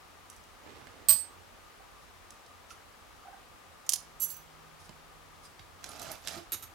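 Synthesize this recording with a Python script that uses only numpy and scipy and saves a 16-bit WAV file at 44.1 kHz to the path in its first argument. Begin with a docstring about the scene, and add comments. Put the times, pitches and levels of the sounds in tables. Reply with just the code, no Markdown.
"""Close-up work on a brass lock cylinder over a stone bench in a small quiet room, a fan murmuring throughout.
Tweezer tips tick a pin into a plastic tray, a hand brushes the bench and the tweezers drop ringing on stone.
Fingers slip, brass rubs on steel, sprung pins snap in the cylinder and a tossed steel shim skitters to rest.
A soft drone swells and fades; last, the tray grinds away in two pushes and nudges a key.
Metal is ringing modes plus noise clacks; skin and grit are coloured noise; room reflections follow."""
import sys
import numpy as np
from scipy import signal
from scipy.fft import rfft, irfft
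from scipy.io import wavfile
from scipy.ndimage import uniform_filter1d

SR = 44100
rng = np.random.default_rng(int(sys.argv[2]) if len(sys.argv) > 2 else 0)


def file_out(sig):
    """Save sig as 16-bit WAV at sys.argv[1]."""
    # one column per channel
    cols = np.atleast_2d(sig).T
    # limit, then scale
    lim = np.clip(cols, -1, 1)
    pcm = np.round(lim * 32767).astype(np.int16)
    wavfile.write(sys.argv[1], SR, pcm)


N = 297234
T = np.arange(N) / SR  # s

# Levels are relative: each source's own gains and pan follow. Left_right_db below 0 leans right.
# room air and microphone hiss: hz, level_db (per Hz)
AIR_SPECTRUM = [(12, -38.5), (20, -7), (49, 0), (113, -10), (154, -9), (301, -9), (328, -9), (558, -7),
                (642, -9), (738, -5.5), (1060, -7), (1220, -7), (1370, -9), (9670, -24), (16000, -30.5)]
# stereo lean of the room air: hz, left_right_db
AIR_LEAN = [(60, -22.5), (110, -15.5), (200, -2.5), (380, 2.5), (700, 3), (1290, 4.5), (2380, 4.5),
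            (4400, 1.0), (8120, 1), (15000, -18)]
# touches of tweezer tips, pins, key and tray:
# start_s, click_db, click_centre_hz, ping_db, main_mode_hz, second_mode_hz, ping_t60_s
LIGHT_TOUCHES = [(0.3, -49, 8000, -47, 5900, 11150, .022), (0.329, -62, 7000, -57, 5940, 11150, .018),
                 (0.364, -58, 8000, -59, 5900, 11150, .015), (0.438, -62, 6000, -60, 5900, 11150, .015),
                 (0.87, -50, 1500, -45, 700, 2100, 0.013), (2.306, -51, 6500, -47, 6270, 10000, 0.015),
                 (2.463, -59, 4980, -58, 6200, 9900, .015), (2.705, -52, 2480, -51, 5800, 6370, .05),
                 (4.8927, -53, 3480, -49, 1000, 7400, 0.022), (5.453, -62, 4820, -53, 4910, 8330, .08),
                 (5.594, -51.5, 2500, -50.5, 3800, 4700, .04), (5.842, -40, 4400, -39, 5700, 1520, .018),
                 (5.863, -51, 5040, -52, 1520, 4440, .015), (5.891, -51, 6500, -44, 9600, 10300, 0.045),
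                 (5.916, -51, 5500, -51, 9600, 12120, .03), (5.996, -47, 6500, -48, 7400, 11800, .02),
                 (6.0173, -45.5, 7000, -39, 6150, 11800, .03), (6.028, -49, 7000, -46, 10400, 12120, .05),
                 (6.116, -43.5, 7000, -39, 12080, 10400, .055),
                 (6.2736, -33.5, 4440, -37, 1600, 12700, .016), (6.283, -36.5, 5600, -43, 3300, 7400, .02)]
# skin on stone: hz, level_db (per Hz)
SKIN_SPECTRUM = [(50, -15.5), (100, -2.5), (200, -4.5), (350, 0.5), (700, -6), (2000, -11.5), (7000, -24.5),
                 (14000, -41.5)]
# tweezers bouncing on the stone: start_s, level_db, favoured_hz
TWEEZER_CONTACTS = [(1.0858, -14, 4450), (1.093, -12, 14400), (1.1035, -15, 8300), (1.108, -14.5, 4900),
                    (1.126, -21, 6400)]
# tweezer ringing: pitch_hz, level_db, t60_s (before the sustain factor), left_right_db
TWEEZER_RING = [(1130, -31, .13, -5), (2550, -23, .04, -8), (3110, -27, .08, -11), (3887, -32, .17, -11),
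                (4350, -23, .15, -14), (4520, -21, .06, -10), (4902, -20, .17, -4), (5895, -25, .12, -16),
                (6862, -24, .19, -17), (7936, -13, .15, -7), (8281, 3, .13, -11), (8485, -14, .14, -9),
                (8752, -25, .16, -9), (9061, -20, .17, -13), (9343, -14, .16, -9), (11290, -22, .14, -4),
                (12185, -20, .13, -16), (13450, -23, .13, -19), (14345, -1, .1, -16),
                (14436, -16, .13, -18), (14692, -13, .14, -17)]
# dry clack of the tweezers: hz, level_db (per Hz)
TWEEZER_CLACK_SPECTRUM = [(60, -24.5), (120, -4), (220, -10), (700, 0), (2500, -2), (4500, 4.5),
                          (6500, -2.5), (8500, 5.5), (10200, -20), (11500, -3.5), (14700, 2.5),
                          (15400, -24.5)]
# dull bumps on the bench as tweezers, tray and key land or knock, and one as the cylinder's plug clicks:
# start_s, level_db, top_hz
BENCH_BUMPS = [(1.105, -46, 134.4), (4.893, -46, 490), (5.591, -56, 110.6), (6.362, -46.5, 261),
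               (6.531, -52, 108), (6.626, -51.5, 92.5)]
# soft slips of skin and plastic, and one squeak of the cylinder's plug at 2.713 s: middle_s, level_db,
# pitch_hz, length_s, octave_db
GRIP_SLIPS = [(1.807, -49, 760, 0.026, -14), (2.713, -44.5, 1370, 0.019, -15),
              (3.259, -46, 747, 0.023, -18), (3.274, -52, 728, .012, 0), (3.287, -41.5, 730, 0.021, -20),
              (3.335, -47, 781, 0.019, -9), (3.348, -47, 752, .018, -11), (3.373, -53, 780, .022, -7),
              (6.025, -45.5, 685, 0.026, -15), (6.107, -42, 660, .04, -15),
              (6.383, -43.5, 340.4, .05, -6.5)]
# metal rubbing faintly inside the cylinder: start_s, level_db
CYLINDER_RUBS = [(1.992, -66.5), (2.68, -55), (4.775, -61), (4.82, -60.5), (5.416, -57)]
# brass on steel: hz, level_db (per Hz)
BRASS_SPECTRUM = [(2000, -17), (5500, -6), (8500, -14), (9700, -6), (11000, -13), (16000, -30)]
# sprung pins snapping in the cylinder: start_s, level_db, loss_per_rebound_db, favoured_hz
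PIN_SNAPS = [(3.8651, -50, 4, 6960), (3.8922, -16.5, 7, 8300), (3.9012, -30, 9, 13000),
             (3.9215, -25.5, 8, 6700), (3.9344, -21.5, 5, 10300), (3.9372, -22, 20, 5250),
             (3.947, -36, 7, 5100), (3.959, -30.5, 8, 5460)]
# pin and cylinder ringing: pitch_hz, level_db, t60_s (before the sustain factor), left_right_db
PIN_RING = [(1050, -23, .022, -5), (3170, -10, .016, -9), (4300, -11, .016, -9), (5150, -9, .03, -9),
            (5560, -14, .03, -9), (6150, -9, .035, -8), (6900, -6, .02, -10), (7420, -11, .02, -9),
            (8170, -7, .016, -7), (8520, -10, .016, -7), (9400, -7, .025, -3), (9600, -5, .03, -3),
            (10250, -7, .035, -1), (11280, -9, .03, 0), (12100, -13, .03, -5)]
# dry clack of the pins: hz, level_db (per Hz)
PIN_CLACK_SPECTRUM = [(180, -68), (300, -39), (1100, -15), (1410, -35), (1970, -18.5), (2570, -17.5),
                      (3130, -13), (4160, -13.5), (6850, -4), (8790, -16), (10000, -11), (14000, -15),
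                      (16000, -26)]
# shim landing and skittering to rest: start_s, level_db, loss_per_rebound_db, favoured_hz
SHIM_LANDINGS = [(4.1995, -42, 9, 8500), (4.2035, -33.5, 7, 11640), (4.214, -38, 10, 4650),
                 (4.2195, -30, 0.5, 11640), (4.23, -34, 3, 6500), (4.244, -37, 3, 11640),
                 (4.289, -40, 8, 13200), (4.3025, -38, 9, 4500), (4.3065, -39.5, 6, 13000),
                 (4.3135, -43, 5, 15500), (4.325, -43, 10, 2960), (4.342, -47, 10, 4100),
                 (4.3665, -43, 12, 14200)]
# shim ringing: pitch_hz, level_db, t60_s (before the sustain factor), left_right_db
SHIM_RING = [(2864, -24, .15, -8), (3430, -27, .15, -8), (4210, -23, .08, -10), (4650, -15, .05, -11),
             (6050, -10, .15, -16), (6160, -16, .12, -14), (7430, -9, .18, -12), (8134, -8, .12, -18),
             (8530, -18, .15, -7), (10180, -16, .15, -5), (10455, -12, .15, -2), (10902, -12, .14, -1),
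             (11640, -4, .11, -17), (12360, -19, .13, -18), (13390, -14, .13, -17), (14705, -16, .13, -20),
             (15600, -7, .12, -22)]
# dry clack of the shim: hz, level_db (per Hz)
SHIM_CLACK_SPECTRUM = [(200, -25), (2000, -22), (5000, 1), (8000, 8), (9400, -11), (11500, 6), (13300, 3),
                       (14100, -11), (15600, -14)]
# pushes sliding the tray over stone: start_s, stop_s, friction_db (at the stop), swell_db_per_s
TRAY_PUSHES = [(5.843, 6.128, -46.5, 28), (6.274, 6.376, -47, -29)]
# grit under the tray: hz, level_db (per Hz)
GRIT_SPECTRUM = [(530, -30), (900, -16), (1230, 0), (1770, -7), (5550, -7), (6110, -7), (9650, -16.5),
                 (12000, -14), (16000, -28)]
# the tray's hollow body: hz, level_db (per Hz)
BODY_SPECTRUM = [(80, -6), (330, -6.5), (480, -9.5), (680, 0.5), (900, -6.5), (1400, -39.5), (4000, -60)]
# the key knocked by the tray: start_s, level_db, loss_per_rebound_db, favoured_hz
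KEY_KNOCKS = [(6.5202, -27, 2.5, 12600), (6.532, -27, 5.5, 10000), (6.5435, -30, 11, 3960),
              (6.625, -37, 1.5, 1300)]
# key ringing: pitch_hz, level_db, t60_s (sustain factor 1), left_right_db
KEY_RING = [(1300, -11, .06, -3), (2920, -12, .04, -7), (3760, -5, .035, -8), (3890, -5, .035, -8),
            (4380, -13, .035, -8), (6551, -10, .12, -5), (6840, -16, .13, -8), (7660, -14, .06, -6),
            (8516, -8, .08, -1), (8726, -7, .08, -13), (10030, -2, .045, 1), (11290, -3, .065, 2),
            (11760, 3.5, .048, -5), (13003, 0, .045, -5), (14560, 0, .06, -10)]
# dry clack of the key: hz, level_db (per Hz)
KEY_CLACK_SPECTRUM = [(150, -19), (350, 10.5), (600, -5), (1300, 3), (4000, 1.5), (7000, 5.5), (9500, -4),
                      (10700, -22), (11400, -6), (12600, 1), (13800, -22), (16000, -30)]
# decay of the room's reflections: hz, t60_s
ROOM_DECAY = [(100, 0.35), (1000, 0.28), (5000, 0.32), (9000, 0.26), (15000, 0.23)]

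PIN_REBOUND_S, SHIM_REBOUND_S, KEY_REBOUND_S = .0027, .0062, .0056
RESTITUTION = .92  # each rebound lasts this share of the one before
FAVOUR_OCTAVES = .15  # a contact spot most excites the modes this near its favoured pitch
TICK_WIDTH = .676  # a click's width as a share of its centre
RUB_S = .07
BUMP_CYCLES = 37  # a bump falls 60 dB in this many cycles of its top frequency
PUSH_RISE_DB_PER_S, PUSH_FALL_DB_PER_S = 348, 302
BODY_DB, BODY_SWELL_DB_PER_S = -49, 28  # the hollow body speaks more as each push goes on
BRUSH_S, BRUSH_DB, BRUSH_RISE_DB_PER_S, BRUSH_FALL_DB_PER_S = .652, -53.5, 250, 18.5
DRONE_PEAK_S, DRONE_DB, DRONE_RISE_DB_PER_S, DRONE_FALL_DB_PER_S = 4.52, -66, 12, 6
AIR_DB = -54.87
LOW_CUT_HZ, EDGE_HZ = 36, 16150


def amp(db):
    """Decibels to gain."""
    return 10 ** (np.asarray(db) / 20)


def evened(x):
    """Scales to rms 1."""
    return x / np.sqrt(np.mean(x ** 2) + 1e-20)


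def read(points, hz):
    """Reads a table on a log-frequency axis."""
    f, value = np.transpose(points)
    return np.interp(np.log(hz + 1), np.log(f + 1), value)


def pan(side_db):
    """Left and right gains with a mean of 1."""
    gains = np.array([amp(side_db), np.ones_like(side_db)]).reshape(2, -1)
    return gains / gains.mean(0)


def add(mix, s, sound):
    """Mixes a sound in at time s, cut at the end of the mix."""
    part = mix[..., round(s * SR):][..., :sound.shape[-1]]
    part += sound[..., :part.shape[-1]]


def noise(size, alike):
    """Two channels of white noise; alike is the share of power they have in common."""
    z = rng.standard_normal((3, size))
    return np.sqrt(alike) * z[2] + np.sqrt(1 - alike) * z[:2]


def colour(x, points):
    """Filters by a spectrum, keeping the power of white noise."""
    gain = evened(amp(read(points, np.fft.rfftfreq(2 * N, 1 / SR))))
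    return irfft(rfft(x, 2 * N) * gain)[..., :N]


def resonate(x, hz, width):
    """One fixed resonance, width in Hz."""
    return signal.lfilter(*signal.iirpeak(hz, hz / width, SR), x)


def swell(start, stop, db, rise, fall, slope=0):
    """Gain that rises until start, drifts to db at stop, then falls; rates in dB per s."""
    held = db + slope * (np.clip(T, start, stop) - stop)
    return amp(held - rise * np.maximum(start - T, 0) - fall * np.maximum(T - stop, 0))


def room_air():
    """Air and microphone hiss as coloured noise with a different stereo lean in each band."""
    lean = pan(read(AIR_LEAN, np.fft.rfftfreq(N, 1 / SR)))
    air = irfft(rfft(colour(noise(N, 0.22), AIR_SPECTRUM)) * lean, N)
    return amp(AIR_DB) * evened(air)


def fan(whistle_hz=1210, whistle_width=80, whistle_db=-65, hum_hz=87, hum_width=12, hum_db=-70):
    """A fan's fluttering whistle and low hum, both narrow resonances fed by noise."""
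    waves = sum(np.sin(2 * np.pi * (hz * T + rng.random())) for hz in np.geomspace(1.5, 14, 16))
    flutter = amp(3 * evened(waves))  # 3 dB rms
    whistle = resonate(noise(N, 0.36), whistle_hz, whistle_width)
    whistle = resonate(whistle, whistle_hz, 4 * whistle_width)
    hum = resonate(resonate(noise(N, 0.7), hum_hz, hum_width), hum_hz, hum_width)
    whistle = amp(whistle_db) * pan(2) * evened(flutter * whistle)
    return whistle + amp(hum_db) * pan(-13) * evened(hum)


def drone(hz=156.5, side_db=-14.5):
    """A soft low sine that swells and fades."""
    level = swell(DRONE_PEAK_S, DRONE_PEAK_S, DRONE_DB, DRONE_RISE_DB_PER_S, DRONE_FALL_DB_PER_S)
    return pan(side_db) * level * evened(np.sin(2 * np.pi * hz * T))


def crack(t60, alike=0.8):
    """A burst of micro-contacts as decaying noise, t60 in s."""
    return noise(4096, alike) * amp(-60 * np.arange(4096) / SR / t60)


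def ticks(t60=0.021, side_db=-7, top_hz=13000, upper_db=-2):
    """Small touches: a dry click with one broad resonance, and a ping of two modes."""
    out, t = np.zeros((2, N)), T[:SR // 4]
    top_cut = signal.butter(4, top_hz, fs=SR)
    for s, db, hz, ping_db, lower_hz, upper_hz, ping_t60 in LIGHT_TOUCHES:
        click = signal.lfilter(*top_cut, resonate(crack(t60), hz, TICK_WIDTH * hz))
        add(out, s, amp(db) * click / np.std(click[:, :256]))  # levelled by its opening
        ping = np.sin(2 * np.pi * lower_hz * t) + amp(upper_db) * np.sin(2 * np.pi * upper_hz * t)
        add(out, s, amp(ping_db - 60 * t / ping_t60) * ping)
    return pan(side_db) * out


def friction(per_s, spread_db, smooth):
    """Countless tiny catches of uneven size over a smooth rub."""
    sizes = amp(spread_db * np.minimum(rng.exponential(1, N), 4))
    catches = (rng.random(N) < per_s / SR) * sizes
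    grip = signal.lfilter([1], [1, -np.exp(-1 / (0.00077 * SR))], catches)  # lets go in 0.77 ms
    return evened(noise(N, 0.4) * (evened(grip) + smooth))


def hand(side_db=-12):
    """Skin lands on the bench and brushes away, dull and close: coloured friction noise."""
    stroke = swell(BRUSH_S, BRUSH_S, BRUSH_DB, BRUSH_RISE_DB_PER_S, BRUSH_FALL_DB_PER_S)
    skin = friction(per_s=220, spread_db=1.5, smooth=1.3)
    return pan(side_db) * stroke * colour(skin, SKIN_SPECTRUM)


def struck(hits, modes, clack, ring_db, sustain, clack_db, clack_t60, side_db, scatter, favour_db):
    """Contacts clack, feed the modes their spot favours and jolt their phase; sustain scales each ring."""
    clacks, out = np.zeros((2, 2, N))
    body = crack(clack_t60)  # the object's many short-lived modes, the same at every contact
    for s, db, _ in hits:
        add(clacks, s, amp(db) * (body + 0.87 * crack(clack_t60 / 2)))
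    times, hit_db, favoured_hz = np.transpose(hits)
    first_s = times.min()
    at = np.round((times - first_s) * SR).astype(int)
    for hz, db, t60, mode_side_db in modes:
        nearness = np.exp(-(np.log2(hz / favoured_hz) / FAVOUR_OCTAVES) ** 2)
        blows = np.zeros(SR)
        blows[at] = amp(hit_db + favour_db * nearness)
        decay = amp(-60 / (sustain * t60 * SR))  # per sample
        size = np.sqrt(signal.lfilter([1], [1, -decay ** 2], blows ** 2) + 1e-20)  # energies add
        # a blow jolts the phase more when the mode is already quiet
        jolts = np.cumsum(scatter * rng.standard_normal(SR) * blows / size) + 2 * np.pi * rng.random()
        ring = size * np.sin(2 * np.pi * hz * T[:SR] + jolts)
        add(out, first_s, pan(mode_side_db) * amp(db + ring_db) * ring)
    return out + amp(clack_db) * pan(side_db) * colour(clacks, clack)


def dropped_tweezers():
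    """Tweezers bounce on the stone, their long modes struck afresh at each contact."""
    return struck(TWEEZER_CONTACTS, TWEEZER_RING, TWEEZER_CLACK_SPECTRUM, ring_db=-5, sustain=0.835,
                  clack_db=-16.5, clack_t60=0.045, side_db=-11.5, scatter=.55, favour_db=2)


def bumps(lowest_hz=60, side_db=-12):
    """Soft blows carried through the bench to the microphone: decaying low noise."""
    out = np.zeros(N)
    for s, db, top_hz in BENCH_BUMPS:
        band = signal.butter(2, [lowest_hz, top_hz], "band", fs=SR, output="sos")
        rumble = signal.sosfilt(band, rng.standard_normal(SR // 2))
        t60 = BUMP_CYCLES / top_hz
        add(out, s, amp(db) * evened(rumble) * amp(-60 * T[:SR // 2] / t60))
    return pan(side_db) * out


def slips(side_db=-5, sag=0.096, waver=0.043):
    """Short stick-slip chirps whose pitch wavers and sags as the grip relaxes."""
    out = np.zeros(N)
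    for s, db, hz, length, octave_db in GRIP_SLIPS:
        size = round(length * SR)
        wander = evened(uniform_filter1d(rng.standard_normal(size), size=150))
        bend = 1 + sag * np.linspace(.5, -.5, size) + waver * wander
        turn = 2 * np.pi * np.cumsum(hz * bend) / SR
        chirp = np.sin(turn) + amp(octave_db) * np.sin(2 * turn)
        add(out, s - length / 2, amp(db) * np.hanning(size) * chirp)
    return pan(side_db) * out


def rubs(side_db=-3):
    """Thin whispers of brass sliding on steel: short swells of bright noise."""
    out, size = np.zeros((2, N)), round(RUB_S * SR)
    for s, db in CYLINDER_RUBS:
        add(out, s, amp(db) * np.hanning(size) * noise(size, 0.25))
    return pan(side_db) * colour(out, BRASS_SPECTRUM)


def rebounds(landings, gap, count=4):
    """Each landing becomes a run of contacts, ever weaker and closer together; gap in s."""
    delays = np.cumsum([0, *(gap * RESTITUTION ** np.arange(count - 1))])
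    return [(s + delay, db - k * loss_db, hz)
            for s, db, loss_db, hz in landings for k, delay in enumerate(delays)]


def snapping_pins():
    """Sprung pins rebound inside the cylinder, exciting its short modes."""
    return struck(rebounds(PIN_SNAPS, PIN_REBOUND_S), PIN_RING, PIN_CLACK_SPECTRUM, ring_db=-4.5,
                  sustain=0.76, clack_db=-5, clack_t60=0.025, side_db=-11, scatter=1.15, favour_db=10)


def tossed_shim():
    """A thin steel shim rebounds on the stone, each spot favouring other modes."""
    return struck(rebounds(SHIM_LANDINGS, SHIM_REBOUND_S), SHIM_RING, SHIM_CLACK_SPECTRUM, ring_db=-3.5,
                  sustain=0.57, clack_db=-10, clack_t60=0.027, side_db=-14, scatter=1.0, favour_db=11)


def grains(per_s, spread_db, cycles, count=24):
    """Specks of grit snap one by one, each ringing at one of a set of fixed pitches."""
    out = np.zeros(N)
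    for hz in np.geomspace(1100, 13000, count):
        snaps = rng.random(N) < per_s / count / SR
        train = np.zeros(N)
        train[snaps] = amp(spread_db * np.minimum(rng.exponential(1, snaps.sum()), 3))
        out += resonate(train, hz, hz / cycles)
    return evened(out)


def tray(grit_db=-4, side_db=-8, grain_db=-3):
    """Grit hisses and crackles under the sliding tray and its friction drives the hollow body."""
    drive = friction(per_s=600, spread_db=2.5, smooth=1)
    crackle = drive + amp(grain_db) * grains(per_s=900, spread_db=3, cycles=31)
    edges = PUSH_RISE_DB_PER_S, PUSH_FALL_DB_PER_S
    grit_level = sum(swell(start, stop, db, *edges, slope) for start, stop, db, slope in TRAY_PUSHES)
    body_level = sum(swell(start, stop, BODY_DB, *edges, BODY_SWELL_DB_PER_S)
                     for start, stop, _, _ in TRAY_PUSHES)
    grit = amp(grit_db) * grit_level * colour(crackle, GRIT_SPECTRUM)
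    return pan(side_db) * (grit + body_level * colour(drive, BODY_SPECTRUM))


def nudged_key():
    """The key, knocked by the tray, rebounds and rings briefly."""
    return struck(rebounds(KEY_KNOCKS, KEY_REBOUND_S), KEY_RING, KEY_CLACK_SPECTRUM, ring_db=-11,
                  sustain=1, clack_db=-14, clack_t60=0.081, side_db=-9, scatter=1.3, favour_db=7.5)


def room(x, wet_db, side_db, rise_s=0.0044):
    """Dense reflections off bench and walls build up quickly and die band by band."""
    taps = noise(SR // 2, 0.47) * (rng.random(SR // 2) < .15)
    hz, t, z = signal.stft(taps, SR, nperseg=256)
    decay = amp(-60 * t / read(ROOM_DECAY, hz)[:, None])
    tail = signal.istft(z * decay, SR, nperseg=256)[1]
    tail *= 1 - np.exp(-T[:tail.shape[1]] / rise_s)
    tail /= np.linalg.norm(tail[0])
    reflections = signal.fftconvolve(x.mean(0)[None], tail, axes=1)[:, :N]
    return x + amp(wet_db) * pan(side_db) * reflections


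def scene():
    """The dropped things lie off to the right; the cylinder is held near the microphone, so least wet."""
    background = room_air() + fan() + drone()
    handling = ticks() + hand() + slips() + rubs() + tray()
    airborne = room(handling, wet_db=-6.5, side_db=-11.5)
    airborne += room(dropped_tweezers(), wet_db=-5, side_db=-12)
    airborne += room(snapping_pins(), wet_db=-13, side_db=-11)
    airborne += room(tossed_shim(), wet_db=-5, side_db=-13)
    airborne += room(nudged_key(), wet_db=-9.5, side_db=-8)
    return background + airborne + bumps()


def record(dry):
    """The microphone's low cut and the recorder's band limit."""
    dry = signal.sosfilt(signal.butter(4, LOW_CUT_HZ, "high", fs=SR, output="sos"), dry)
    band_limit = signal.firwin(401, EDGE_HZ, window=("kaiser", 9), fs=SR)
    return signal.oaconvolve(dry, band_limit[None], "same")


dry = scene()
out = record(dry)
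file_out(out)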